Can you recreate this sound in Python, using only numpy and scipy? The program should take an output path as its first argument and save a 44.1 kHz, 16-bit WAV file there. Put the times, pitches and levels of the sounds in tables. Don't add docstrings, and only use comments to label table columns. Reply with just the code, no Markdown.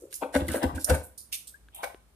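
import sys
import numpy as np
from scipy import signal
from scipy.fft import rfft, irfft
from scipy.io import wavfile
from scipy.ndimage import uniform_filter1d

SR = 44100
rng = np.random.default_rng(int(sys.argv[2]) if len(sys.argv) > 2 else 0)


def store_pcm(level_fs):
    pcm = np.round(np.clip(level_fs, -1, 1) * 32767).astype(np.int16)
    wavfile.write(sys.argv[1], SR, np.atleast_2d(pcm).T)


N = 94815
LEAD = SR // 8
AGE = np.arange(-LEAD, 3 * LEAD) / SR
SIDE_SIGNS = np.array([[1], [-1]])


def amp(db):
    return 10 ** (np.asarray(db) / 20)


def on_log(hz, table, column=1):
    table = np.array(table, float)
    return np.interp(np.log(hz + 1), np.log(table[:, 0]), table[:, column])


def colour(x, table, column=1):
    size = x.shape[-1]
    gain = amp(on_log(np.fft.rfftfreq(2 * size, 1 / SR), table, column))
    return irfft(rfft(x, 2 * size) * gain)[..., :size]


def band(x, lo_hz, hi_hz=SR / 2, order=3):
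    sos = signal.butter(order, [lo_hz, min(hi_hz, SR / 2 - 1)], "band", fs=SR, output="sos")
    return signal.sosfilt(sos, x + 1e-18)


def at_level(x, db, window=260):
    power = np.mean(np.atleast_2d(x) ** 2, axis=0)
    return x * amp(db) / np.sqrt(uniform_filter1d(power, window).max())


def add(out, x, time):
    at = int(time * SR) - LEAD
    a, b = max(at, 0), min(at + x.shape[-1], N)
    out[..., a:b] += x[..., a - at:b - at]


def grains(rise, fall, per_s=2400, spread_db=4):
    size = len(AGE)
    hits = (rng.random(size) < per_s / SR) * np.sign(rng.standard_normal(size))
    strength = amp(spread_db * np.minimum(rng.exponential(size=size), np.pi))
    envelope = np.exp(np.where(AGE < 0, -(AGE / rise) ** 2 / 2, 1 - np.hypot(1, AGE / fall)))
    return hits * strength * envelope


def scatter(x, fall_s=0.00081, gain_db=9.5):
    t = np.arange(LEAD // 4) / SR
    paths = band(rng.standard_normal((2, len(t))) * np.exp(-t / fall_s), lo_hz=1140, order=2)
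    paths = amp(gain_db) * paths / np.sqrt(np.sum(paths ** 2, axis=1, keepdims=True))
    return x + signal.fftconvolve(x[None], paths, axes=1)[:, :len(x)]


# (frequency [Hz], relative level [dB])
HUSH_SPECTRUM = [(25, -63), (58, 1.5), (85, -16), (1500, -33), (14000, -40.5)]
def hush(level_db=-64.5):
    mid, side = colour(rng.standard_normal((2, N)), HUSH_SPECTRUM)
    side = 0.083 * side + band(side, lo_hz=870, order=1)
    return (mid + side * SIDE_SIGNS) * amp(level_db) / np.std(mid)


# (time [s], rise [s], fall [s], level [dB], low edge [Hz])
SKIN_PEELS = [(.008, 0.034, 0.035, -56.5, 5460), (0.11, 0.0035, 0.049, -52, 2410),
              (0.127, 0.00024, 0.0054, -40.5, 1560), (0.142, 0.0017, 0.0026, -32.5, 5100),
              (0.158, 0.0065, 0.0044, -34.5, 5400), (0.224, 0.0091, 0.0084, -49.5, 1970),
              (0.352, 0.011, 0.018, -34, 2370), (0.483, 0.001, 0.0043, -36.5, 1890),
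              (0.518, 0.00039, 0.004, -37, 6400), (0.527, 0.034, 0.025, -36.5, 2600),
              (.568, 0.011, 0.008, -35.5, 6690), (0.633, 0.0037, 0.007, -33.5, 2740),
              (0.749, 0.0011, 0.018, -44, 2040), (0.805, 0.0078, 0.024, -40.5, 3780),
              (0.845, 0.0019, 0.0056, -24.5, 5200), (.900, 0.0056, 0.0054, -25, 2500),
              (0.949, 0.0051, 0.0046, -35.5, 6200), (1.038, 0.005, 0.016, -44.5, 8100),
              (1.177, 0.00036, .022, -41, 4620), (1.329, 0.0042, 0.013, -28, 2373),
              (1.349, 0.0026, 0.0047, -33, 3600), (1.473, 0.00077, 0.011, -41.5, 3800),
              (1.748, 0.0015, 0.015, -40.5, 7760), (1.842, 0.01, 0.01, -36.5, 3000)]
# (frequency [Hz], gain [dB])
WET_SPECTRUM = [(3000, 4), (6500, 0.5), (9200, 3), (14500, -2.5)]
def squelches(snap_db=-13):
    out = np.zeros((2, N))
    for time, rise, fall, db, low_hz in SKIN_PEELS:
        clicks = grains(rise, fall, per_s=2000, spread_db=3.7)
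        crest_energy = np.sum(clicks[LEAD:LEAD + SR // 250] ** 2)
        clicks[LEAD] += amp(snap_db) * np.sqrt(crest_energy + 1)
        spots = rng.integers(4, size=len(AGE))
        tear = sum(scatter(clicks * (spots == spot)) for spot in np.unique(spots))
        wet = colour(band(tear, low_hz, order=5), WET_SPECTRUM)
        add(out, at_level(wet, db), time)
    return out


# (time [s], rise [s], fall [s], pitch [Hz], level [dB])
SKIN_DRAGS = [(0.049, 0.022, 0.0062, 419.5, -42.5), (.703, 0.02, 0.012, 1018, -39.5),
              (1.762, 0.018, 0.055, 3120, -50.5), (1.841, 0.042, 0.017, 850, -41)]
def rubs(q=2.03):
    out = np.zeros((2, N))
    for time, rise, fall, hz, db in SKIN_DRAGS:
        slips = grains(rise, fall)
        rasp = band(slips, hz * (1 - .5 / q), hz * (1 + .5 / q))
        add(out, at_level(scatter(rasp), db), time)
    return out


# (frequency [Hz], width [Hz], gain [dB])
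POT_MODES = [(274.5, 13, 3), (333, 98, 1.5), (512.1, 28, 10), (586.5, 40, 6.5), (700.3, 27, -1.5),
             (774, 26, -8.5), (931, 95, -3.5), (1038, 36, -7), (1209, 170, -2.5), (1515.5, 65, 2.5),
             (2215, 25, -8.5)]
# (time [s], pitch [Hz], level [dB])
BONE_KNOCKS = [(.227, 700, -28), (.353, 797, -25.5), (0.357, 260, -25), (.544, 527, -24),
               (.639, 300, -27.5), (.8995, 1480, -27.5), (.907, 405, -24), (1.833, 956, -36),
               (1.831, 2414, -41)]
def knocks(reach_octaves=0.37, contact_s=0.0012, detune=.01):
    out, age = np.zeros((2, N)), np.maximum(AGE, 0)
    for time, centre_hz, db in BONE_KNOCKS:
        ring = 0
        for hz, width, mode_db in POT_MODES:
            reach = np.exp(-(np.log2(hz / centre_hz) / reach_octaves) ** 2 / 2)
            loaded_hz = hz * (1 + detune * rng.standard_normal())
            mode = np.sin(2 * np.pi * loaded_hz * age) * np.exp(-np.pi * width * age)
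            ring += reach * amp(mode_db) * mode
        add(out, at_level(ring * (1 - np.exp(-age / contact_s)), db), time)
    return out


# (low edge [Hz], high edge [Hz])
POT_REGISTERS = [(205, 352), (460, 990), (1230, 4070)]
# (time [s], rise [s], fall [s], low ring [dB], middle ring [dB], slap [dB])
FLESH_BUMPS = [(0.229, 0.0084, 0.0095, -40, -29.5, -39.5), (.362, 0.013, 0.0024, -35, -26.5, -29.5),
               (.414, 0.011, 0.0064, -36.5, -35, -45.5), (0.504, 0.014, 0.018, -39.5, -44, -41),
               (0.55, 0.0091, 0.014, -37, -30.5, -38), (0.641, 0.017, 0.0073, -34.5, -31, -35),
               (0.77, 0.024, 0.018, -41, -46, -53), (0.907, 0.018, 0.0098, -33.5, -26, -33),
               (0.947, 0.018, 0.0086, -58, -35, -36), (1.840, 0.0036, 0.0056, -63, -41.5, -35)]
def bumps(thud_db=-17):
    out = np.zeros((2, N))
    for time, rise, fall, *levels in FLESH_BUMPS:
        force = grains(rise, fall)
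        wall = amp(thud_db) * band(force, 70, 950, order=1)
        for hz, width, db in POT_MODES:
            wall += amp(db) * signal.lfilter(*signal.iirpeak(hz, hz / width, SR), force)
        wall = scatter(wall)
        for (lo, hi), db in zip(POT_REGISTERS, levels):
            add(out, at_level(band(wall, lo, hi, order=4), db, window=600), time)
    return out


# (time [s], level [dB])
BASE_LANDINGS = [(0.355, -35), (.410, -34), (0.483, -34.5), (0.639, -31), (0.737, -35.5), (0.903, -23)]
def booms(base_hz=77.1, rise_s=.018, fall_s=.027, rumble_db=-5.5):
    out, age = np.zeros(N), np.maximum(AGE, 0)
    envelope = (1 - np.exp(-(age / rise_s) ** 2)) * np.exp(-age / fall_s)
    swing = np.sin(2 * np.pi * base_hz * age) * envelope
    for time, db in BASE_LANDINGS:
        rumble = band(grains(rise=0.0082, fall=0.025), 39, 250, order=2)
        add(out, at_level(swing, db) + at_level(rumble, db + rumble_db), time)
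    return out


# (time [s], pitch [Hz], fall [s],
# level [dB])
AIR_POCKETS = [(0.485, 1990, 0.002, -30.5), (0.78, 1526, 0.0025, -34), (0.8448, 9000, 0.0013, -22.5),
               (0.8467, 5506, 0.0015, -32.5), (1.539, 1567, 0.0069, -49.5)]
def pops(glide_per_s=4.6):
    out, age = np.zeros((2, N)), np.maximum(AGE, 0)
    for time, hz, fall, db in AIR_POCKETS:
        tone = np.sin(2 * np.pi * hz * (age + glide_per_s * age ** 2 / 2))
        decay = np.exp(-age / fall)
        pop = tone * (1 - decay) ** 2 * decay
        add(out, at_level(scatter(pop), db), time)
    return out


# (time [s], pitch [Hz], level [dB])
FINGER_TAPS = [(1.686, 1608, -56.5), (1.946, 393, -47.5)]
def taps(width_hz=145, click_db=-8.5):
    out, touch = np.zeros(N), signal.unit_impulse(len(AGE), LEAD)
    for time, hz, db in FINGER_TAPS:
        ring = signal.lfilter(*signal.iirpeak(hz, hz / width_hz, SR), touch)
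        click = band(touch, hz, 4150, order=4)
        add(out, at_level(ring, db) + at_level(click, db + click_db), time)
    return out


# (frequency [Hz], t60 [s], tail gain [dB], left-right likeness [0-1])
KITCHEN_TAIL = [(260, 0.43, -17, .9), (610, 0.31, -4.5, 0.95), (1590, 0.31, -10, 1), (9000, 0.33, -7, 0),
                (14300, 0.22, -4, 0)]
def kitchen(x, build_s=0.0081):
    t = np.arange(SR * 3 // 4) / SR
    edges = np.geomspace(45, 16000, 15)
    response = 0
    for lo, hi in zip(edges, edges[1:]):
        t60, db, alike = (on_log(np.sqrt(lo * hi), KITCHEN_TAIL, column) for column in (1, 2, 3))
        envelope = (1 - np.exp(-t / build_s)) * np.exp(-np.log(1000) * t / t60)
        tails = band(rng.standard_normal((2, len(t))), lo, hi) * envelope
        mid, side = tails * np.sqrt((hi - lo) / SR / np.sum(tails ** 2, axis=1, keepdims=True))
        response += amp(db) * (np.sqrt(1 + alike) * mid + np.sqrt(1 - alike) * side * SIDE_SIGNS)
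    return x + signal.fftconvolve(x, response, axes=1)[:, :N]


def scene():
    half_pops = .5 * pops()
    handling = bumps() + knocks() + booms() + rubs() + squelches()
    return kitchen(handling + half_pops) + half_pops + taps() + hush()


# (frequency [Hz], left gain [dB], right gain [dB])
MIC_RESPONSE = [(315, 4, 4), (640, 3, -1), (1440, 4.5, -1.5), (2020, -1, 0), (5040, -2, -2),
                (7630, -9, 2.5), (9520, -6.5, 8.5), (11360, -2.5, -2), (12050, 5, 0), (15100, -2.5, -6)]
def record(dry, top_hz=14300):
    left = colour(dry[0], MIC_RESPONSE, column=1)
    right = colour(dry[1], MIC_RESPONSE, column=2)
    right = band(right, lo_hz=30, order=1)
    top_cut = signal.ellip(8, .2, 70, top_hz, fs=SR, output="sos")
    return signal.sosfilt(top_cut, [left, right])


dry = scene()
out = record(dry)
store_pcm(out)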